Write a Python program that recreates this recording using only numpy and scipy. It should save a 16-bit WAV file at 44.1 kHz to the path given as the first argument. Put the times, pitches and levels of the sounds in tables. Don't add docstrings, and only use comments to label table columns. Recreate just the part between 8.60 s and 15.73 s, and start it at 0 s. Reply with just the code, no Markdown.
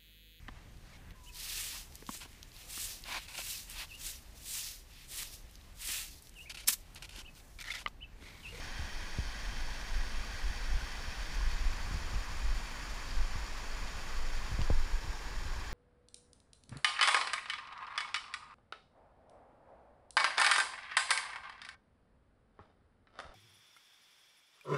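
import sys
import numpy as np
from scipy import signal
from scipy.fft import rfft, irfft
from scipy.io import wavfile
from scipy.ndimage import uniform_filter1d

SR = 44100
rng = np.random.default_rng(int(sys.argv[2]) if len(sys.argv) > 2 else 0)


def boost_factor(decibels):
    exponent = np.asarray(decibels, float) / 20
    return 10 ** exponent


def digitize_waveform(pressure):
    field = np.atleast_2d(pressure).T
    bounded = np.clip(field, -1, 1)
    quanta = np.round(bounded * 32767).astype(np.int16)
    wavfile.write(sys.argv[1], SR, quanta)


N = 314433

# (time [s], rush level [dB], tilt [0 down at the pool, 1 level, 2 raised])
STREAM_PATH = [(0, -47, 0.04), (1.0, -46.5, 0.11), (2.0, -46, 0.28), (2.8, -46, 0.39), (3.4, -46.5, 1.1),
               (4.2, -46.5, 1), (5.0, -46.5, 1.2), (5.9, -46.5, 0.99), (6.2, -46.5, 1.54),
               (6.6, -47.5, 1.5), (7.13, -47.5, 1.37)]
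# (frequency [Hz], density [dB per Hz])
WATER_SPECTRUM = [(71, -35), (120, 0), (399, -5.5), (1100, -3), (1350, -3), (1660, -2), (3980, -9),
                  (4690, -8), (6900, -16), (7800, -20), (9950, -20.5), (15600, -30.5)]
# (centre [Hz], width [Hz], gain pointing down [dB], gain level [dB], gain raised [dB])
HOUSING_CAVITIES = [(228, 37, 3, 3, -1.5), (423, 140, -1, -0.5, 8.5), (930, 160, 0.5, 2, 8.5),
                    (1126, 126, 0, 3.5, 4.5), (1334, 120, -5.5, -0.5, -4), (1470, 63, 4, 2, 0),
                    (1644, 156, 5, 1.5, 7), (1917, 137, 5.5, 2.5, 0), (2460, 240, 3.5, 2.5, -3),
                    (2900, 204, -3, -3, -7.5), (3153, 220, 4.5, 2, 1.5), (3520, 510, 1, -1, -0.5),
                    (4090, 170, -1.5, -4, 3), (4700, 640, 4.5, 2.5, -2), (4900, 130, -2.5, 4, 8),
                    (4970, 140, -8, -6, 0), (5480, 330, 7, 4, 7.5), (5940, 210, 4.5, 0, 0),
                    (6220, 320, 0.5, 2.5, 1), (6500, 180, 6.5, -8, -6), (6870, 760, 1, 6.5, 7.5),
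                    (9300, 250, 1.5, -0.5, -6), (11250, 500, 2, 2, -1), (11740, 1300, -3.5, -4.5, 0)]
# (time [s], lift of the fine hiss [dB], negative lowers it)
SPRAY_SLAPS = [
    (.858, 2),
    (1.083, -1),
    (2.295, 2),
    (2.629, 6.5),
    (2.754, 4.0),
    (2.918, 6),
    (3.128, 4),
    (3.342, 7.5),
    (4.31, 5),
    (5.762, 1),
]
# (time [s], pitch [Hz], peak level [dB])
BUBBLE_PLOPS = [
    (1.409, 1880, -43),
    (1.545, 2550, -48),
    (1.635, 1140, -43),
    (1.748, 2020, -47),
    (2.21, 1470, -42),
    (2.514, 2410, -46),
    (2.808, 980, -45),
    (3.533, 1170, -44),
    (6.758, 1800, -46),
    (6.932, 1040, -42),
]
# (time of the crest [s], level [dB], half length [s])
GUST_SWELLS = [(0.355, -40, .03), (0.62, -39.5, 0.05), (0.885, -36.5, 0.036), (1.03, -35.5, .06),
               (1.37, -29, 0.05), (1.57, -29.5, .025), (1.865, -25.5, 0.02), (2.02, -34, .035),
               (2.125, -26.5, .03), (2.61, -38.5, 0.076), (2.88, -27.5, 0.08), (3.06, -28.5, 0.043),
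               (3.33, -38.5, 0.25), (3.575, -31, 0.021), (3.87, -28, 0.063), (3.96, -35, 0.026),
               (4.33, -37, 0.021), (4.6, -25.5, 0.044), (4.755, -35.5, 0.057), (4.94, -41, 0.031),
               (5.18, -39, 0.16), (5.6, -31, 0.062), (5.74, -31.5, .07), (6.05, -30, 0.087),
               (6.17, -24, 0.052), (6.35, -26.5, 0.02), (6.49, -35.5, 0.019), (6.76, -35, 0.056),
               (6.93, -36.5, 0.059), (7.12, -35, 0.024)]
# (frequency [Hz], density [dB per Hz])
BUFFET_SPECTRUM = [(2.5, -28), (5.5, -16), (10, -13.5), (18, 3.5), (28, -8), (38, -7.5), (50, -7.5),
                   (65, -35), (90, -35), (160, -73), (300, -120)]
# (time of the crest [s], level [dB], half length [s])
FLUTTER_SWELLS = [(.08, -54, 0.033), (.2, -49, 0.044), (.6, -44, 0.027), (.8, -52.5, 0.17),
                  (1.4, -44, .045), (1.73, -48, 0.047), (1.93, -42.5, .03), (2.25, -49, 0.094),
                  (2.6, -53, 0.2), (2.92, -43.5, .06), (3.09, -52, 0.058), (3.38, -44.5, 0.18),
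                  (3.54, -52, .04), (3.75, -46, .04), (3.93, -48, .06), (4.23, -49.5, 0.032),
                  (4.55, -50, .08), (4.76, -51, .045), (5.18, -47.5, .04), (5.35, -57, 0.28),
                  (5.72, -52, 0.033), (5.82, -48, 0.029), (5.95, -45, 0.074), (6.16, -46.5, 0.076),
                  (6.48, -47, 0.038), (6.7, -50, .1), (6.86, -41, .035), (7.0, -43, 0.04)]
# (frequency [Hz], density [dB per Hz])
FLUTTER_SPECTRUM = [(35, -23), (60, 9), (90, 0), (140, -10), (220, -18.5), (400, -35), (900, -80),
                    (2000, -120)]
# (time [s], peak level [dB], first pitch [Hz], t60 [s], direction of the push [sign])
HAND_KNOCKS = [(0.193, -29, 100, .18, -1), (0.586, -25.5, 187, 0.31, -1), (2.136, -38, 120, 0.1, 1),
               (2.168, -36, 110, 0.27, -1), (3.3103, -31.5, 150, 0.088, 1), (3.331, -40, 150, 0.083, 1),
               (3.342, -30, 139, 0.19, 1), (3.356, -35, 150, 0.088, 1), (3.366, -43, 140, 0.079, 1),
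               (3.416, -38, 120, 0.19, 1), (3.532, -38, 150, 0.052, 1), (3.541, -33, 110, 0.056, 1),
               (3.552, -39, 140, 0.095, 1), (4.756, -31, 130, 0.29, -1), (5.916, -30, 128, 0.22, 1),
               (5.9893, -32.5, 650, 0.012, 1), (5.9909, -26.5, 170, 0.12, 1), (6.0113, -34, 420, 0.017, 1),
               (6.0125, -27, 110, 0.077, -1), (6.1012, -19, 560, 0.013, -1), (6.105, -30.5, 556, 0.021, -1),
               (6.1029, -20.5, 132, 0.124, -1), (6.479, -34.5, 80, 0.22, 1), (6.851, -34, 119, 0.2, 1)]
# (time [s], peak level [dB], share of the side modes [dB])
SHELL_TICKS = [
    (4.5078, -39, -14),
    (4.5092, -41, -12),
    (4.5141, -42, -8),
    (6.0156, -40, 1.5),
    (6.0167, -40, 1.5),
]
# (frequency [Hz], t60 [s])
PORT_CAVITY = (4800, 0.013)
# (frequency [Hz], level [dB], t60 [s])
SHELL_MODES = [(1150, 3, .005), (2050, -2, .005), (2900, 3.5, 0.0066), (3860, -5, 0.0047), (5850, -3, .005),
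               (7000, -11, 0.0047), (10000, -14, 0.0017)]


def stream():
    rush_db, tilt = in_time(STREAM_PATH)
    water = froth(per_s=40000, spread_db=1.93, cycles=5.6, surge_db=1.1, hiss_db=-1.5)
    water = water + boost_factor(-21) * gurgles(per_s=120, low_hz=699.4, high_hz=3054, cycles=52.0, rise=0.262)

    poses_db = np.tile(slope(WATER_SPECTRUM), (3, 1))
    for hz, width_hz, *pose_db in HOUSING_CAVITIES:
        bump = np.exp(-0.5 * ((bins() - hz) / (0.47 * width_hz)) ** 2)
        poses_db = poses_db + np.outer(pose_db, bump)

    distance = np.abs(np.clip(tilt, 0, 2) - np.arange(3)[:, None])
    shares = np.clip(1 - distance, 0, 1)
    rush = sum(share * rms_one(coloured(water, db)) for share, db in zip(shares, poses_db))
    return boost_factor(rush_db + 0.5) * rush


def froth(per_s, spread_db, cycles, surge_db, hiss_db):
    sizes = boost_factor(spread_db * np.minimum(rng.exponential(1, N), 5)) * rng.choice([-1, 1], N)
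    bursts = sizes * (rng.random(N) < per_s / SR)
    pitches = np.geomspace(200, 15000, 26)
    spray_db = spray_surges(surge_db)
    dealt = rng.integers(0, len(pitches), N)
    bubbles = 0
    for k, hz in enumerate(pitches):
        fine = np.clip(0.61 * np.log(hz / 2000), 0, 1)
        swell = boost_factor(fine * spray_db + 0.52 * drift(13))
        voices = rms_one(ring(bursts * (dealt == k), hz, cycles / hz))
        bubbles = bubbles + np.sqrt(hz) * swell * voices
    far = boost_factor(hiss_db) * rng.standard_normal(N)
    mix = rms_one(bubbles) + far
    smooth = uniform_filter1d(np.abs(rfft(mix)) ** 2, size=2001)
    return rms_one(coloured(mix, -10 * np.log10(smooth + 1e-12)))


def spray_surges(surge_db):
    t, slap_s = np.arange(N) / SR, 0.006
    slaps_db = sum(lift_db * np.exp(-0.5 * ((t - s) / slap_s) ** 2) for s, lift_db in SPRAY_SLAPS)
    surges = drift(41) + 0.57 * drift(60)
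    surges = surges - uniform_filter1d(surges, size=6000)
    return surge_db * surges + 0.85 * slaps_db


def gurgles(per_s, low_hz, high_hz, cycles, rise):
    born = np.flatnonzero(rng.random(N) < per_s * boost_factor(5.0 * drift(5)) / SR)
    out, t = np.zeros(N + 2048), np.arange(2048) / SR
    for at, (size, strength) in zip(born, rng.random((len(born), 2))):
        hz = low_hz * (high_hz / low_hz) ** size
        age = t * hz / cycles
        shape = (1 - np.exp(-30 * age)) * boost_factor(-60 * age - 5.7 * strength)
        out[at:at + len(t)] += shape * np.sin(2 * np.pi * hz * t * (1 + rise * age))
    return rms_one(out[:N])


def plops(swell_s, rise):
    out, t = np.zeros(N), np.arange(2048) / SR
    age = t / swell_s
    shape = age * np.exp(1 - age)
    for s, hz, peak_db in BUBBLE_PLOPS:
        tone = np.sin(2 * np.pi * hz * t * (1 + rise * age))
        out[round(s * SR):][:len(t)] += boost_factor(peak_db) * shape * tone
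    return out


def wind():
    breeze_db, flutter_lull_db = -42, -56.5
    lumps = rms_one(coloured(rng.standard_normal(N), slope(BUFFET_SPECTRUM)))
    even = np.sqrt(uniform_filter1d(lumps ** 2, size=4400) + 0.25)
    buffet = swells(GUST_SWELLS, breeze_db) * rms_one(lumps / even)

    jolts = rng.standard_normal(N) * boost_factor(4.6 * drift(26))
    flutter = rms_one(coloured(jolts, slope(FLUTTER_SPECTRUM)))
    return buffet + swells(FLUTTER_SWELLS, flutter_lull_db) * flutter


def swells(rows, lull_db):
    t = np.arange(0, N + 64, 64) / SR
    crests = sum(boost_factor(2 * db) * np.exp(-((t - s) / half_s) ** 2) for s, db, half_s in rows)
    return np.interp(np.arange(N) / SR, t, np.sqrt(boost_factor(2 * lull_db) + crests))


def knocks():
    slack_hz, slacken_s = 42, 0.004
    extra_cycles = 3.6
    out, t = np.zeros(N), np.arange(int(0.25 * SR)) / SR
    for s, peak_db, first_hz, t60, direction in HAND_KNOCKS:
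        last_hz = slack_hz + extra_cycles / t60
        pitch = last_hz + (first_hz - last_hz) * np.exp(-t / slacken_s)
        contact = 1 - np.exp(-(6.9 * first_hz * t) ** 2)
        shake = np.sin(2 * np.pi * np.cumsum(pitch) / SR) * boost_factor(peak_db - 60 * t / t60)
        out[round(s * SR):][:len(t)] += np.sign(direction) * contact * shake
    return out


def ticks():
    s, peak_db, side_db = np.transpose(SHELL_TICKS)
    at = np.round(s * SR).astype(int)
    clicks = np.zeros(N)
    clicks[at] = boost_factor(peak_db)
    out = ring(clicks, *PORT_CAVITY)
    signs = rng.choice([-1, 1], (len(at), len(SHELL_MODES)))
    for k, (hz, level_db, t60) in enumerate(SHELL_MODES):
        clicks = np.zeros(N)
        clicks[at] = signs[:, k] * boost_factor(peak_db + side_db + level_db)
        out += ring(clicks, hz, t60)
    return signal.sosfilt(signal.butter(4, 9500, fs=SR, output="sos"), out)


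def ring(clicks, hz, t60):
    r = boost_factor(-60 / (t60 * SR))
    w = 2 * np.pi * hz / SR
    return signal.lfilter([0, np.sin(w)], [1, -2 * r * np.cos(w), r * r], clicks + 1e-18)


def drift(per_s):
    step = 40
    r = np.exp(-2 * np.pi * per_s * step / SR)
    noise = rng.standard_normal(N // step + 2002)
    slow = signal.lfilter([1], [1, -2 * r, r * r], noise)[2000:]
    return np.interp(np.arange(N) / step, np.arange(len(slow)), rms_one(slow))


def rms_one(x):
    return x / np.sqrt(np.mean(x ** 2) + 1e-20)


def in_time(rows):
    s, *columns = np.transpose(rows)
    return [np.interp(np.arange(N) / SR, s, c) for c in columns]


def bins():
    return np.maximum(np.arange(N // 2 + 1) * SR / N, 1)


def slope(points):
    hz, level_db = np.transpose(points)
    return np.interp(np.log(bins()), np.log(hz), level_db)


def coloured(x, gain_db):
    return irfft(rfft(x) * boost_factor(gain_db), N)


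def scene():
    water = stream() + plops(swell_s=0.0031, rise=0.0085)
    handling = knocks() + ticks()
    return (water + wind() + handling)[None, :]


def top_cut(x):
    return signal.sosfilt(signal.butter(12, 15730, fs=SR, output="sos"), x)


def record(dry):
    top_hz, top_db, end_hz = 15270, -4.5, 15750
    cut = signal.sosfilt(signal.butter(2, 5, "high", fs=SR, output="sos"), dry)
    treble_db = top_db * (bins() > top_hz) - 60 * (bins() > end_hz)
    finished = coloured(cut, treble_db)
    return top_cut(finished)


dry = scene()
out = record(dry)
digitize_waveform(out)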